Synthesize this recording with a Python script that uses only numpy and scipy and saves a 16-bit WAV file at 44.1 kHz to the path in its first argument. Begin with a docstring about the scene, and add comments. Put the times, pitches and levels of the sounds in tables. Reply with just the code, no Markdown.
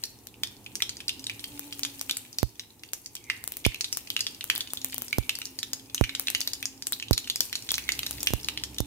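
"""Seeds pop in hot oil in a steel pan under a two-port microphone, over fizzing bubbles and dull street noise.
Pops start at once: each husk rings as a few damped modes, with a noise crack, a second tear and a sharp snap.
Far motors, wavering harmonics, swell early and late. From 1.6 s water spits as clicks; from 2.4 s droplets
thump the right port with a damped push. Near 3.3, 6.1 and 7.9 s narrow noise swells and fades, sinking in
pitch. A slow-running engine joins near 7.7 s, and the fizz flares strongest near 8.3 s."""
import sys
import numpy as np
from scipy import signal
from scipy.fft import rfft, irfft
from scipy.io import wavfile

SR = 44100
rng = np.random.default_rng(int(sys.argv[2]) if len(sys.argv) > 2 else 0)


def output_pcm(signal):
    """Save a mono or channel-first signal as 16-bit PCM at the path in sys.argv[1].

    Samples are clipped to [-1, 1] before scaling.
    """
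    pcm = np.clip(np.atleast_2d(signal).T, -1, 1) * 32767
    wavfile.write(sys.argv[1], SR, np.round(pcm).astype(np.int16))


N = 390726
TIME = np.arange(N) / SR  # the whole scene, s
AGE = np.arange(1024) / SR  # time since the start of a short sound, s
EDGE_HZ = 15750  # upper band limit

# loud bursting seeds: (time [s], relative ring energy [dB], ring pitch [Hz], relative snap energy [dB])
POPS = [(0.0375, -8, 4200, -4.5), (0.2706, -30, 4040, -8), (0.4345, -5, 3480, -1),
        (0.6626, -18.5, 2520, -32), (0.7545, -10, 5850, -15), (0.804, -17, 2100, -15),
        (0.8215, -1, 3100, 0), (0.8933, -10, 4430, -19), (0.969, -19.5, 4730, -33),
        (1.0039, -18.5, 2700, -33), (1.0813, -5.5, 4070, -31), (1.093, -6, 2850, -30),
        (1.2416, -17, 4950, -28), (1.2675, -9.5, 3850, -18), (1.297, -9.5, 2400, -12),
        (1.4413, -12.5, 3180, -10), (1.7256, -15, 3200, -33), (1.8333, -5.5, 5000, -15),
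        (1.85, -8, 3570, -24), (2.0127, -16.5, 8300, 3), (2.0955, -6.5, 3100, -28),
        (2.1107, -5.5, 3600, 1.5), (2.1697, -9, 8000, -11.5), (2.3854, -6, 4470, -0.5),
        (2.5955, -13.5, 3850, -22), (2.8353, -21.5, 2690, -14), (2.9337, -12, 6070, 4.5),
        (3.0599, -16.5, 4640, -28), (3.153, -17.5, 5370, -4), (3.2998, -2.5, 2054, -41),
        (3.6497, -0.5, 2350, -4), (3.6541, -5.5, 3050, -8), (3.745, -14, 2570, -6.5),
        (3.809, -5, 4460, -11), (3.844, -7.5, 3940, -26), (3.927, -6.5, 5100, -3), (4.1026, -9, 3150, 0),
        (4.165, -3, 2720, -11), (4.1924, -14, 2800, -7), (4.2064, -3.5, 4530, -15), (4.267, -7, 3570, -12),
        (4.4091, -13.5, 2770, -19), (4.5, 1, 2400, 4), (4.56, -11, 3520, -6), (4.6067, -8, 3370, -7),
        (4.7723, -13.5, 3440, -21), (4.929, -18.5, 2400, -28), (5.128, -3, 2270, -7),
        (5.2937, -2.5, 2650, 2.5), (5.353, -12.5, 4600, -17), (5.417, -13, 2870, -17),
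        (5.4546, -13, 5230, -29), (5.589, -10, 4720, -16), (5.6301, -8.5, 3780, -5), (5.733, -7, 5100, 1.5),
        (5.9464, -8, 6200, 3.5), (5.979, -11.5, 3060, -33), (6.039, -6, 2330, -12),
        (6.0937, -11.5, 2400, -21), (6.1502, -7.5, 3600, -27), (6.2712, -7, 3970, -16),
        (6.283, -5, 2620, -10), (6.302, -13, 8400, 3), (6.349, -1.5, 2920, -5), (6.4059, -12, 5100, 1.5),
        (6.414, -7.5, 4500, -22), (6.475, -6.5, 3900, 2.5), (6.534, -8.5, 4650, -2),
        (6.6277, -12, 2550, -3), (6.6556, -6.5, 5170, -8), (6.8234, -14, 4800, -23),
        (6.8698, -8, 7950, 0.5), (6.9304, -6.5, 3800, -16), (6.999, -15, 3200, -17),
        (7.0251, -11.5, 2580, -42), (7.131, -2.5, 3900, 0.5), (7.1784, -3.5, 4000, 1),
        (7.2744, -17.5, 2850, -18), (7.2993, -3, 3400, -9), (7.3588, -7.5, 5000, -2),
        (7.406, -3, 4600, 11.5), (7.5285, -9.5, 2940, -6), (7.5546, -6.5, 4370, -25),
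        (7.6902, -9.5, 3900, -20), (7.7059, -6, 3430, -28), (7.7413, -4.5, 4150, -28),
        (7.7547, -12.5, 5160, -18), (7.7813, -8.5, 2500, -3.5), (7.8904, -2, 2160, -3),
        (7.92, -6, 4540, -12), (7.992, -11, 3130, 2), (8.0318, -10.5, 2830, -24), (8.065, -8, 3860, -3),
        (8.2053, -15, 5350, -18), (8.2307, -11.5, 7100, 3), (8.2712, 1, 2800, 1), (8.4455, -13, 4060, -24),
        (8.4859, -5, 2940, -5), (8.575, -9.5, 3100, -41), (8.637, -8, 4280, -10), (8.7841, -9.5, 3620, -6)]
# water flashing in the oil, all snap and no ring: (time [s], relative energy [dB])
SPITS = [(1.5942, -2), (1.7942, -3.5), (3.44, -4), (3.4767, 1), (3.521, -2.5), (3.5697, -2.5), (3.972, 3),
         (4.4419, -0.5), (4.5524, -1), (4.579, 0), (4.735, 2), (4.846, 6), (4.9441, -0.5), (4.9812, 1),
         (5.0205, 0.5), (5.388, -4), (6.197, 6.5), (6.923, 4.5), (7.7179, 7), (8.11, 1.5)]
# colour of a snap: (frequency [Hz], relative spectral level [dB])
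SNAP_COLOUR = [(100, -15.5), (350, -6.5), (2000, -7.5), (6000, 2.5), (9000, -5.5), (12500, 5), (15500, -7)]
# how hard the oil fizzes, before the spray of each blow: (time [s], level [dB])
FIZZ_CURVE = [(0, -47.5), (.24, -55), (1.3, -49.5), (1.55, -44.5), (2.2, -48), (2.8, -57), (3.85, -49),
              (5.18, -46), (5.87, -53), (6.32, -45), (6.76, -53.5), (8.31, -40.5), (8.6, -51)]


def amp(db):
    """Decibels to gain."""
    return 10 ** (np.asarray(db) / 20)


def unit(x):
    """Scales a sound to a mean energy of 1 a channel."""
    return x / np.sqrt(np.mean(np.sum(x ** 2, -1)) + 1e-20)


def read(points, hz, column=1):
    """Reads a table column on a log-frequency axis."""
    table = np.transpose(points)
    return np.interp(np.log(hz + 1), np.log(table[0] + 1), table[column])


def level(curve):
    """Gain at every sample from rows of (time [s], level [dB])."""
    return amp(np.interp(TIME, *np.transpose(curve)))


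def add(mix, s, sound):
    """Mixes a sound in at time s, cut off at the end of the mix."""
    part = mix[..., max(round(s * SR), 0):][..., :sound.shape[-1]]
    part += sound[..., :part.shape[-1]]


def coloured(x, spectrum):
    """Filters a scene-long sound by a spectrum and sets its rms to 1."""
    gain = amp(read(spectrum, np.fft.rfftfreq(N, 1 / SR)))
    return unit(irfft(rfft(x) * gain, N)) * np.sqrt(N)


def click(spectrum, size=1024):
    """A minimum-phase click: its energy comes as early as this spectrum allows."""
    log_gain = np.log(amp(read(spectrum, abs(np.fft.fftfreq(size, 1 / SR)))))
    return unit(np.fft.ifft(np.exp(np.conj(signal.hilbert(log_gain)))).real)


def waver(per_s):
    """Slow random drift along straight lines between normal random knots."""
    knots = np.arange(0, N / SR + 1, 1 / per_s)
    return np.interp(TIME, knots, rng.standard_normal(len(knots)))


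def engine(start, length, top_hz, db, overtones_db, rev, swell, wobble):
    """A far motor: a few wavering harmonics whose pitch and level rise and fall in one arch."""
    arch = np.sin(np.pi * np.clip((TIME - start) / length, 0, 1))
    pitch_hz = top_hz * (1 - rev * (1 - arch)) * (1 + wobble * waver(35))
    turns = np.cumsum(pitch_hz) / SR
    tone = sum(amp(d) * np.sin(2 * np.pi * k * turns) for k, d in enumerate(overtones_db, 1))
    return np.sqrt(2) * tone * arch ** swell * amp(db + 3.2 * waver(18))


def street(likeness=0.9):
    """Dull, lumpy traffic noise and far motors, nearly alike at both ports, slightly louder at the right."""
    # rumble before its flutter: (time [s], level [dB])
    rumble_curve = [(0, -55), (1.2, -53), (2.88, -60), (3.55, -56), (7.55, -54.5), (8.3, -51)]
    # colour of the rumble: (frequency [Hz], relative spectral level [dB])
    rumble_colour = [(22, -26), (65, 0.5), (85, -4), (110, 6), (160, -8.5), (280, 0), (420, -6.5),
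                     (620, -18.5), (850, -11), (1400, -28), (4000, -29.5)]
    # swelling and fading vehicles, before wavering:
    # (start [s], length [s], top pitch [Hz], relative top level [dB], third harmonic [dB])
    vehicles = [(0.152, 1.09, 204, -62.5, -22), (0.948, 1.4, 287, -50, -19.5),
                (4.616, 0.494, 268, -54, -23), (4.698, 3.1, 270.8, -56.5, -27),
                (7.694, 1.78, 299.8, -54, -15.5)]
    # slow-running engine, before wavering: (start [s], length [s], top pitch [Hz], relative top level [dB])
    idling = (7.69, 1.8, 64.55, -52.5)
    left, other = rng.standard_normal((2, N))
    same = np.clip(likeness, 0, 1)
    right = same * left + np.sqrt(1 - same ** 2) * other
    rumble = level(rumble_curve) * coloured(np.array([left, right]), rumble_colour)
    motors = engine(*idling, [0, -8, -12], rev=0.027, swell=0.22, wobble=0.0141)
    for *row, third_db in vehicles:
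        motors += engine(*row, [-1, -25, third_db], rev=.15, swell=1.0, wobble=.013)
    return (amp(waver(12)) * rumble + motors) * amp([[-1], [1]])  # dB at left and right


def kitchen(x, tail_db=-12, build_s=0.01, steel_t60=0.036):
    """A few near echoes, the faint ring of the steel, then a tail whose treble dies first."""
    # reverberation: (frequency [Hz], 60 dB decay time [s])
    decay = [(400, 0.89), (2500, 0.4), (6000, 0.34)]
    # early echoes off the hob and wall: (delay [s], level [dB])
    echoes = [(0.0096, -12.5), (0.015, -19.5)]
    # modes of the steel pan: (frequency [Hz], level [dB])
    steel = [(2331, -26), (2515, -28), (3641, -32), (5609, -33), (6883, -33)]
    t = np.arange(SR // 2) / SR
    hz, age, z = signal.stft(rng.standard_normal((2, len(t))), SR, nperseg=256)
    fading = z * amp(-60 * age / read(decay, hz)[:, None])
    tail = signal.istft(fading, SR, nperseg=256)[1][:, :len(t)]
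    room = amp(tail_db) * unit(tail * (1 - np.exp(-(t / build_s) ** 2)))
    for delay, db in echoes:
        add(room, delay, amp(db) * bowl(np.ones(1), near_db=3, far_db=4))
    for mode_hz, db in steel:
        wave = np.sin(2 * np.pi * (mode_hz * t + rng.random((2, 1))))
        room += amp(db) * unit(amp(-60 * t / steel_t60) * wave)
    return signal.fftconvolve(x, room, axes=1)[:, :N]


def bowl(sound, near_db, far_db, near_t60=.0055, far_t60=.045, rim_hz=2000):
    """Sound comes straight up and also glances round the pan, by new random paths every time."""
    paths = rng.standard_normal((2, len(AGE))) * (1 - np.exp(-(AGE / 0.00021) ** 2))
    near = amp(near_db) * unit(paths * amp(-60 * AGE / near_t60))
    far = amp(far_db) * unit(paths[::-1] * amp(-60 * AGE / far_t60))  # channels swapped
    # long waves bend round the rim
    paths = signal.lfilter(*signal.butter(1, rim_hz, "high", fs=SR), near + far)
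    paths[[0, 1], rng.integers(0, 4, 2)] += 1  # direct sound, 0 to 3 samples late at each port
    heard = signal.fftconvolve(paths, sound[None], axes=1)
    # each channel keeps the energy of the source
    return heard * np.linalg.norm(sound) / np.linalg.norm(heard, axis=1, keepdims=True)


def ports(x):
    """The two ports differ in tone, and the right one lags in phase in the upper range."""
    # phase lag of the right port: (frequency [Hz], lag [rad])
    lag = [(2200, 0), (3000, 1.8), (5200, 3.8), (8000, 6.3)]
    # left minus right: (frequency [Hz], level difference [dB])
    balance = [(2500, -2.3), (5000, 0), (8000, 0), (11000, 5)]
    hz = np.fft.rfftfreq(N, 1 / SR)
    half = amp(read(balance, hz) / 2)
    return irfft(rfft(x) * np.array([half, np.exp(-1j * read(lag, hz)) / half]), N)


def fizz(bubbles_per_s=600, spread_db=3.0, bubbles_db=-7.0, hiss_db=-6, clump_db=4, sharpness=3):
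    """Tiny steam bubbles tick in clumps as short resonances over a hiss; both flare after a spit or snap."""
    # colour of bubbles and hiss: (frequency [Hz], relative spectral level [dB])
    fizz_colour = [(600, 7), (1500, 1), (2600, 6), (5000, 1), (8000, 6.5), (14000, 6)]
    bubble_hz = np.geomspace(2500, 14000, 7)
    spray_db, spray_s = -43, 0.033  # oil thrown up: level against the blow, fade time

    chance = rng.random(N)
    sign = rng.choice([-1., 1.], (2, N))
    pitch = rng.integers(0, len(bubble_hz), N)
    sizes = amp(spread_db * np.minimum(rng.exponential(1, N), 5) + clump_db * waver(42))
    ticks = sign * sizes * (chance < bubbles_per_s / SR)
    bubbles = np.zeros((2, N))
    for k, hz in enumerate(bubble_hz):
        resonance = signal.iirpeak(hz, max(sharpness, 1), fs=SR)
        bubbles += signal.lfilter(*resonance, ticks * (pitch == k))
    bubbles = signal.fftconvolve(bubbles, bowl(np.ones(1), near_db=-3, far_db=-14), axes=1)[:, :N]
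    hiss = coloured(rng.standard_normal((2, N)), fizz_colour)

    spray = np.zeros(N)
    for s, *_, db in SPITS + POPS:
        add(spray, s, amp(db + spray_db) * np.exp(-TIME / spray_s))
    texture = amp(bubbles_db) * coloured(bubbles, fizz_colour) + amp(hiss_db) * hiss
    return np.hypot(level(FIZZ_CURVE), spray) * texture


def noise_swells(width_hz=260, sag_hz_per_s=1300):
    """Narrow bands of noise that swell and fade around a moment while their centre sinks steadily."""
    # (loudest at [s], swell and fade time [s], centre pitch at that moment [Hz], level [dB])
    swells = [(3.31, 0.052, 2210, -49), (6.08, 0.084, 2330, -47.5), (7.87, 0.085, 2255, -52)]
    out = np.zeros(N)
    for s, fade_s, hz, db in swells:
        noise = [1, 1j] @ rng.standard_normal((2, N))
        flutter = signal.lfilter(*signal.butter(2, width_hz / 2, fs=SR), noise)
        turns = np.cumsum(hz - sag_hz_per_s * (TIME - s)) / SR
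        band = (flutter * np.exp(2j * np.pi * turns)).real
        out += amp(db) * np.exp(-abs(TIME - s) / fade_s) * unit(band) * np.sqrt(N)
    return out


def droplets(push_s=0.00041, low_hz=34, push_gain_db=1, splash_db=-1):
    """A droplet shoves the air in the right port; damped low modes swing back, and the splash ticks."""
    # (time [s], relative strength [dB], signed polarity and size of the shove [ratio]: + pushes, - pulls)
    strikes = [(2.4301, -4, -0.89), (3.6642, -0.5, 0.61), (5.1842, -2.5, 0.64), (6.0115, -9.5, -2.56),
               (7.11, -2, 1), (8.3059, -11.5, 0.33), (8.3361, -2, -0.5), (8.804, -3.5, 0.47)]
    # how the struck port swings: (frequency [Hz], width [Hz], signed gain [ratio])
    port_modes = [(49, 40, -3), (115.7, 19, 1.33)]
    out, t = np.zeros((2, N)), np.arange(SR // 5) / SR
    pulse = t / push_s * np.exp(1 - t / push_s)
    push = signal.lfilter(*signal.butter(2, low_hz, "high", fs=SR), pulse)
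    thump = push.copy()
    for hz, width, gain in port_modes:
        thump += gain * signal.lfilter(*signal.iirpeak(hz, hz / width, fs=SR), push)
    for s, db, shove in strikes:
        add(out[1], s, shove * amp(db + push_gain_db) * thump)
        add(out, s, amp(db + splash_db) * bowl(click(SNAP_COLOUR), near_db=0.0, far_db=-7.0))
    return out


def weak_pops(count=280, faintest_db=-29.5, range_db=17, low_hz=2400, high_hz=6200):
    """Many small seeds burst at random, most of them where the oil fizzes hardest."""
    # the rate follows this power of the fizz, and grows as the oil heats
    bunching, heating_db_per_s = 1.2, .5
    out = np.zeros((2, N))
    due = np.cumsum(level(FIZZ_CURVE) ** bunching * amp(heating_db_per_s * TIME))
    for turn, (when, size, pitch) in enumerate(rng.random((count, 3))):
        s = np.interp((turn + when) / count, due / due[-1], TIME)
        ring = husk(low_hz * (high_hz / low_hz) ** pitch)
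        # the cube makes most of them faint
        add(out, s, amp(faintest_db + range_db * size ** 3) * bowl(ring, near_db=0, far_db=-1))
    return out


def husk(hz, scatter=0.047, crack_db=-3, crack_s=0.002, low_hz=1800, top_hz=9000):
    """A husk tears with a rough noise crack and rings briefly in damped modes, scattered in every seed."""
    # modes before scatter: (multiple of the ring pitch [ratio], relative level [dB])
    husk_modes = [(1.002, 4), (1.28, -0.5), (1.65, -13.5), (2.15, -21.5)]
    # plump low seeds to slim high ones: (ring pitch [Hz], sharpness Q [ratio], level offset of the crack
    # against the modes [dB])
    build = [(2500, 11, -2), (3200, 10.3, -1)]
    shift, size = rng.standard_normal((2, len(husk_modes)))
    shift[0] = size[0] = 0
    ratio, db = np.transpose(husk_modes)
    sharpness, rest_db = read(build, hz), read(build, hz, column=2)
    mode_hz = np.minimum(hz * ratio * np.exp(scatter * shift), EDGE_HZ)[:, None]
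    fade = np.exp(-np.pi * mode_hz / sharpness * AGE)
    modes = np.sqrt(mode_hz) * fade * np.sin(2 * np.pi * mode_hz * AGE)
    gains = rng.choice([-1, 1], len(db)) * amp(db + 2 * size + rest_db * (ratio > 1))
    ring = gains @ modes
    crack = rng.standard_normal(len(AGE)) * np.exp(-AGE / crack_s)
    crack = signal.lfilter(*signal.butter(1, [hz, min(2 * hz, EDGE_HZ)], "band", fs=SR), crack)
    ring = unit(ring) + amp(crack_db + rest_db) * unit(crack)
    # too small to radiate much bass
    ring = signal.lfilter(*signal.butter(2, low_hz, "high", fs=SR), ring)
    # the oil dulls the top
    return unit(signal.lfilter(*signal.butter(1, min(top_hz, EDGE_HZ), fs=SR), ring))


def burst(hz, spread_db=4, higher=1.1, retear_s=0.0055, retear_db=-9.5):
    """The husk splits, then tears once more within retear_s, weaker and at a somewhat higher pitch."""
    wait, size, pitch = rng.random(3)
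    out = bowl(husk(hz), near_db=-6, far_db=-7)
    again = bowl(husk(hz * higher ** pitch), near_db=-2, far_db=-7)
    again_db = retear_db + spread_db * (2 * size - 1)
    add(out, retear_s * (1 + 3 * wait) / 4, amp(again_db) * again)
    return unit(out)


def seeds(ring_gain_db=6.5, snap_gain_db=-6.5, spit_gain_db=-2.5):
    """Loud pops as husk rings and sharp snaps, and water spits as clicks, all rattling round the bowl."""
    # colour of a spit: (frequency [Hz], relative spectral level [dB])
    spit_colour = [(250, -7), (2500, -8.5), (6000, -6.5), (12500, 0)]
    rings, snaps, snap = np.zeros((2, N)), np.zeros((2, N)), click(SNAP_COLOUR)
    for s, ring_db, hz, snap_db in POPS:
        add(rings, s, amp(ring_db + ring_gain_db) * burst(hz))
        add(snaps, s, amp(snap_db + snap_gain_db) * bowl(snap, near_db=-0.5, far_db=-25))
    for s, db in SPITS:
        spit = bowl(click(spit_colour), near_db=1, far_db=-12, near_t60=.003)
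        add(snaps, s, amp(db + spit_gain_db) * spit)
    return rings, snaps


def scene(snap_room_db=-5):
    """The pan in its room, the droplets, the street; shrill snaps beam upward and stir the room less."""
    rings, snaps = seeds()
    pan = rings + weak_pops() + fizz() + noise_swells()
    room = kitchen(pan + amp(snap_room_db) * snaps)
    return ports(pan + snaps + room) + droplets() + street()


def record(dry, ceiling=0.99):
    """The sharpest peaks round off in the recorder; then its band limit."""
    rounded = dry / (1 + (dry / ceiling) ** 8) ** (1 / 8)
    band = signal.firwin(255, EDGE_HZ, window=("kaiser", 9), fs=SR)
    return signal.oaconvolve(rounded, band[None], "same")


dry = scene()
out = record(dry)
output_pcm(out)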